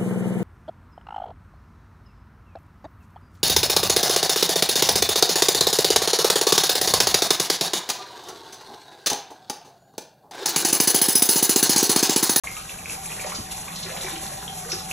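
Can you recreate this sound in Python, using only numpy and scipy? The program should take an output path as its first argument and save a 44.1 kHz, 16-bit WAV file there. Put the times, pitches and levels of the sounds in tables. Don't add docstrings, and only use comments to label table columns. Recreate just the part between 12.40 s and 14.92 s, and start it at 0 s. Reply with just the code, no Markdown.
import sys
import numpy as np
from scipy import signal
from scipy.fft import rfft, irfft
from scipy.io import wavfile
from scipy.ndimage import uniform_filter1d

SR = 44100
rng = np.random.default_rng(int(sys.argv[2]) if len(sys.argv) > 2 else 0)


def generate_wav(sig):
    pcm = np.round(np.clip(np.atleast_2d(sig).T, -1, 1) * 32767).astype(np.int16)
    wavfile.write(sys.argv[1], SR, pcm)


N = 111132
T = np.arange(N) / SR
DRIP_RISE = 0.0033


def undb(db):
    return 10 ** (np.asarray(db) / 20)


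def unit(x):
    return x / np.sqrt(np.mean(x ** 2) + 1e-18)


def follow(points):
    seconds, values = np.array(points).T
    return np.interp(T, seconds, values)


def walk(rate):
    k = int(SR / rate)
    steps = np.repeat(rng.standard_normal(N // k + 1), k)
    return unit(uniform_filter1d(uniform_filter1d(steps, k), k)[:N])


def colour(x, points):
    hz, db = np.array(points).T
    f = np.fft.rfftfreq(len(x), 1 / SR)
    return irfft(rfft(x) * undb(np.interp(np.log(f + 1), np.log(hz), db)), len(x))


def ring(x, hz, width):
    return signal.lfilter(*signal.iirpeak(hz, hz / width, fs=SR), x)


def add(out, s, x):
    i = int(np.clip(s * SR, 0, N - 1))
    out[i:i + len(x)] += x[:N - i]


def patter(per_s, spread_db):
    hit = rng.random(N) < per_s / SR
    sign = rng.choice([-1, 1], N)
    size_db = spread_db * np.minimum(rng.exponential(size=N), 5)
    return unit(hit * sign * undb(size_db))


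def bubble(hz, swell_s, rise):
    t = np.arange(int(8 * swell_s * SR)) / SR
    u = t / swell_s
    envelope = (u * np.exp(1 - u)) ** 2
    return envelope * np.sin(2 * np.pi * hz * t * (1 + rise * u / 2))


def rumble():
    # frequency in Hz, density in dB.
    rumble_spectrum = [(15, -14), (36, -3), (52, -2.5), (75, -1.5), (110, -2.5), (200, -10), (300, -14.5),
                       (600, -40)]
    return undb(-47.5) * unit(colour(rng.standard_normal(N), rumble_spectrum))


def room(x):
    t60_s, step_s, onset_s = 0.33, 0.16, 0.00043
    t, out = T[:SR // 3], np.zeros(N)
    fade = undb(-60 * t / t60_s) * (1 - np.exp(-t / onset_s))
    for s in np.arange(0, T[-1] + step_s, step_s):
        near = np.abs(T - s) < step_s
        piece = x[near] * np.cos(np.pi / 2 * (T[near] - s) / step_s)
        response = rng.standard_normal(len(t)) * fade / np.sqrt(np.sum(fade ** 2))
        add(out, T[near][0], signal.fftconvolve(piece, response))
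    return out


def hollow(hz, width):
    noise = rng.standard_normal(N)
    return unit(ring(ring(noise, hz, 2 * width), hz, 2 * width))


def wavering(hz, width):
    pitch_waver = 0.00798
    phase = 2 * np.pi * np.cumsum(hz * (1 + pitch_waver * walk(7))) / SR
    return unit(walk(width) * np.cos(phase) + walk(width) * np.sin(phase))


def bowl():
    # pitch in Hz, width in Hz, level in dB once built up.
    bowl_modes = [(167.5, 23.4, -45), (389.4, 56, -56.5), (633, 32, -56), (1101, 15, -55.5)]
    # pitch in Hz, width in Hz, relative level in dB.
    pipe_modes = [(775.5, 28, -1.5), (748.5, 32, -3.5), (846, 50, -6.5)]
    # time in seconds, gain in dB.
    pipe_level = [(0.04, -57), (0.45, -49.5), (0.68, -44.5), (0.98, -49), (1.15, -43), (1.38, -53),
                  (1.62, -43.5), (1.85, -46), (2.12, -42.5), (2.30, -45), (2.48, -42.5)]
    waver_db, build_db, build_s = 1, 7.5, 0.72
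    hum = sum(hollow(hz, width) * undb(db + waver_db * walk(6.7)) for hz, width, db in bowl_modes)
    build_up = undb(-build_db * np.clip(1 - T / build_s, 0, 1))
    note = sum(wavering(hz, width) * undb(db) for hz, width, db in pipe_modes)
    return hum * build_up + note * undb(follow(pipe_level))


def splats():
    # start in seconds, centre in Hz, level in dB before its envelope and the overall tone, decay in seconds.
    splat_rows = [(0.488, 6540, -40, 0.014), (0.505, 8950, -24, 0.0048), (0.638, 10300, -38, 0.028),
                  (0.657, 9350, -29.5, 0.01), (0.862, 5560, -31.5, 0.0088), (0.921, 1490, -33, 0.004),
                  (0.944, 5060, -30.5, 0.021), (1.110, 3430, -34, 0.012), (1.113, 8650, -27.5, 0.0078),
                  (1.357, 4470, -31.5, 0.014), (1.427, 4230, -28.5, 0.012), (1.497, 2800, -35, 0.0099),
                  (1.569, 3200, -34.5, 0.011), (1.607, 3900, -31.5, 0.01), (1.760, 2500, -27.5, 0.0038),
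                  (2.295, 5350, -32.5, 0.018), (2.317, 4870, -22.5, 0.0095)]
    # frequency in Hz, gain in dB.
    splat_tone = [(8000, 3.5), (11000, 5.5), (13500, -22)]
    relative_width, attack_s = 0.68, 0.0023
    out = np.zeros(N)
    for s, hz, db, decay_s in splat_rows:
        width = hz * relative_width
        burst = unit(ring(ring(patter(12000, 3.0), hz, width), hz, width))
        envelope = (1 - np.exp(-T / attack_s)) * np.exp(-T / decay_s)
        add(out, s, undb(db) * burst * envelope)
    return colour(out, splat_tone)


def trickle(slosh_db):
    drops_per_s, swell_cycles, low_hz, high_hz = 50, 2.16, 996, 4230
    top_db, range_db, surge_share = -34.5, 6.5, 0.28
    out = np.zeros(N)
    for when, size, strength in rng.random((int(drops_per_s * N / SR), 3)):
        hz = low_hz * (high_hz / low_hz) ** size
        drop = bubble(hz, swell_cycles / hz, DRIP_RISE)
        add(out, when * N / SR, undb(-range_db * strength) * drop)
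    return out * undb(top_db + surge_share * slosh_db)


def splash(hz):
    tick_db, tick_s, tick_width = -13, 0.00057, 1.0
    tail_db, tail_s, tail_width, tail_per_s = -25, 0.02, 0.3, 1500
    t = T[:SR // 8]
    tick = unit(ring(rng.standard_normal(len(t)), hz, hz * tick_width)) * np.exp(-t / tick_s)
    droplets = patter(tail_per_s, 2.7)[:len(t)]
    tail = unit(ring(droplets, hz, hz * tail_width)) * np.exp(-t / tail_s)
    return undb(tick_db) * tick + undb(tail_db) * tail


def drips():
    # start in seconds, pitch in Hz, peak of the tone in dB.
    drip_rows = [(0.0717, 2200, -19.5), (0.081, 2110, -29), (0.1675, 2520, -23.5), (0.2525, 1500, -33),
                 (0.2939, 2630, -25.5), (0.388, 2580, -29), (0.4576, 2370, -22), (0.4972, 2580, -22),
                 (0.517, 2550, -44), (0.612, 1130, -41), (0.657, 2400, -28), (0.704, 2380, -31),
                 (0.719, 2680, -24.5), (0.796, 2390, -25.5), (0.8015, 2370, -25), (0.9194, 2250, -27),
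                 (1.2827, 2340, -24), (1.4277, 3980, -30), (1.4623, 2420, -28), (1.4936, 1410, -28),
                 (1.502, 1700, -33), (1.514, 1990, -33), (1.5654, 2220, -28.5), (1.6078, 3980, -32),
                 (1.616, 3900, -33), (1.6448, 1960, -27.5), (1.6659, 2240, -25), (1.683, 1770, -25),
                 (1.689, 1930, -30), (1.7112, 3720, -26), (1.7579, 3050, -26.5), (2.0266, 1420, -27.5),
                 (2.079, 3190, -20.5), (2.2492, 1460, -30), (2.2902, 1350, -32), (2.318, 2490, -24.5),
                 (2.3183, 5480, -17.5), (2.512, 2690, -17)]
    swell_s = 0.00086
    out = np.zeros(N)
    for s, hz, db in drip_rows:
        add(out, s, undb(db) * bubble(hz, swell_s, DRIP_RISE))
        add(out, s, undb(db) * splash(hz))
    return out


def glugs():
    # start in seconds, pitch in Hz, peak in dB, cycles to swell.
    glug_rows = [(0.040, 1026, -26.5, 2), (0.072, 2050, -26.5, 6.7), (0.095, 2020, -42, 17.4),
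                 (0.166, 1207, -31.5, 6.7), (0.845, 563, -26, 2.1), (0.869, 790, -26, 2.1),
                 (0.920, 1040, -23, 2.5), (0.928, 1200, -28.5, 2.3), (0.939, 1040, -40, 2.5),
                 (0.984, 269, -31, 1.1), (0.992, 201, -33, 0.86), (0.998, 99, -30, 0.5),
                 (1.278, 1100, -31, 3.6), (1.449, 373, -36, 6.3), (1.517, 620, -32, 2.1),
                 (1.530, 525, -34.5, 2.3), (1.543, 655, -30, 1.9), (1.640, 360, -34, 4.2),
                 (1.721, 321, -36, 3.4), (1.760, 318, -39, 3.8), (1.852, 170, -36.5, 1.7),
                 (1.912, 589, -34, 6.2), (2.255, 451, -36, 5.1), (2.326, 364, -29.5, 2.8)]
    pitch_rise = 0.024
    shed_db, shed_s, shed_rise = -16.5, 0.039, 0.338
    out = np.zeros(N)
    for s, hz, db, cycles in glug_rows:
        add(out, s, undb(db) * bubble(hz, cycles / hz, pitch_rise))
        for late in rng.uniform(0.1967, 1, size=3):
            small_hz = hz * (1 + shed_rise * late)
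            small = bubble(small_hz, cycles / small_hz, pitch_rise)
            add(out, s + shed_s * late, undb(db + shed_db) * small)
    return out


def swarm(per_s, low_hz, high_hz):
    mean_cycles, spread_db, pitch_rise, spurt_db = 8.2, -0.5, 0.088, 3
    out, spurts = np.zeros(N), undb(spurt_db * walk(35.6))
    for when, size, strength, life in rng.random((int(per_s * N / SR), 4)):
        hz = low_hz + (high_hz - low_hz) * size ** 1.376
        ring_s = mean_cycles * (.5 + life) / hz
        gain = undb(spread_db * min(-np.log(1 - strength), 3)) / np.sqrt(ring_s)
        t = np.arange(int(2 * ring_s * SR)) / SR
        fade = np.exp(-np.e * t / ring_s) * (1 - np.exp(-2 * hz * t))
        tone = np.sin(2 * np.pi * hz * t * (1 + pitch_rise * t / ring_s / 2))
        add(out, when * N / SR, gain * fade * tone)
    return unit(out) * spurts


def sloshing(slosh_db):
    # frequency in Hz, gain in dB.
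    fizz_spectrum = [(250, -20), (500, 16.5), (900, 2), (1500, -8), (2400, -6), (4000, 2.5), (6000, -0.5),
                     (9000, 1), (14000, -28)]
    # time in seconds, gain in dB.
    churn_level = [(0.04, -41), (0.12, -51), (0.18, -57), (0.36, -49), (0.55, -56), (0.78, -47),
                   (0.86, -35.5), (0.90, -59), (0.93, -39), (1.04, -67), (1.24, -59), (1.29, -45),
                   (1.39, -60), (1.47, -43), (1.56, -45), (1.68, -47), (1.84, -49.5), (2.01, -51),
                   (2.19, -56), (2.33, -41.5), (2.42, -69)]
    fizz_db = -41
    fizz = unit(colour(swarm(500, 1097, 8060), fizz_spectrum)) * undb(fizz_db + slosh_db)
    churn = swarm(300, 402.5, 2417) * undb(follow(churn_level))
    return fizz + churn


def inflow(slosh_db):
    # frequency in Hz, density in dB.
    hiss_spectrum = [(250, 0), (500, 1), (1000, 6), (1600, -3.5), (2500, -1), (4000, 0.5), (5500, 1.5),
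                     (7000, 5.5), (8800, 7.5), (10800, 7.5), (12300, -3.5), (14500, -21)]
    hiss_db, flutter_db, surge_share = -35.5, 0.79, 0.16
    spray = unit(colour(patter(9000, 0.5), hiss_spectrum))
    flutter = flutter_db * (walk(18) + 2.9 * walk(70))
    return spray * undb(hiss_db + flutter + surge_share * slosh_db)


def ports(front, across):
    # frequency in Hz, phase in radians.
    port_phase = [(0, 0), (200, -.16), (400, -.55), (650, -1.15), (950, -1.3), (1170, -1.7), (1400, -.7),
                  (1850, 0), (2400, .8), (3000, 1.4), (4000, 1.3), (4900, 3.14), (5400, 5.3), (6000, 6.28),
                  (7000, 7.4), (8000, 8.6), (9000, 9.42), (10000, 10.2), (11000, 11.2), (12200, 12.5),
                  (14000, 12.8), (15500, 15)]
    # frequency in Hz, share from 0 to 1.
    port_share = [(200, .45), (800, .45), (1200, .1), (3300, .2), (4500, .45), (7000, .72), (11000, .72)]
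    f = np.fft.rfftfreq(N, 1 / SR)
    half = np.interp(f, *np.array(port_phase).T) / 2
    share = np.interp(f, *np.array(port_share).T)
    mid = irfft(rfft(front) * np.cos(half), N)
    difference = 1j * share * rfft(front) + np.sqrt(1 - share ** 2) * rfft(across)
    side = irfft(difference * np.sin(half), N)
    return np.array([mid + side, mid - side])


def scene():
    # time in seconds, level in dB.
    slosh_level = [(0.04, -8.5), (0.18, 0), (0.25, -4), (0.31, -3), (0.40, -22), (0.50, 4), (0.57, -12),
                   (0.70, -1), (0.86, -2), (0.96, 4.5), (1.04, -3), (1.23, -4.5), (1.48, -1.5), (1.68, 4),
                   (1.90, -5.5), (2.05, -2), (2.18, -12.5), (2.33, -0.5), (2.42, 0.5), (2.52, -5)]
    wall_s, wall_db, room_front_db, room_across_db = .009, -19, -2.5, 0.5
    slosh_db = follow(slosh_level)
    water = inflow(slosh_db) + sloshing(slosh_db)
    spills = drips() + glugs() + splats() + trickle(slosh_db)
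    wall = undb(wall_db) * np.interp(T - wall_s, T, spills, left=0)
    direct = undb(-1.56) * water + spills
    front = direct + wall + undb(room_front_db) * room(direct) + bowl() + rumble()
    across = undb(room_across_db) * room(direct) + bowl()
    return ports(front, across)


def record(dry):
    start_s, top_hz = .036, 14600
    steep_cut = signal.ellip(8, .2, 80, top_hz, fs=SR, output="sos")
    return signal.sosfilt(steep_cut, dry * (T >= start_s))


dry = scene()
out = record(dry)
generate_wav(out)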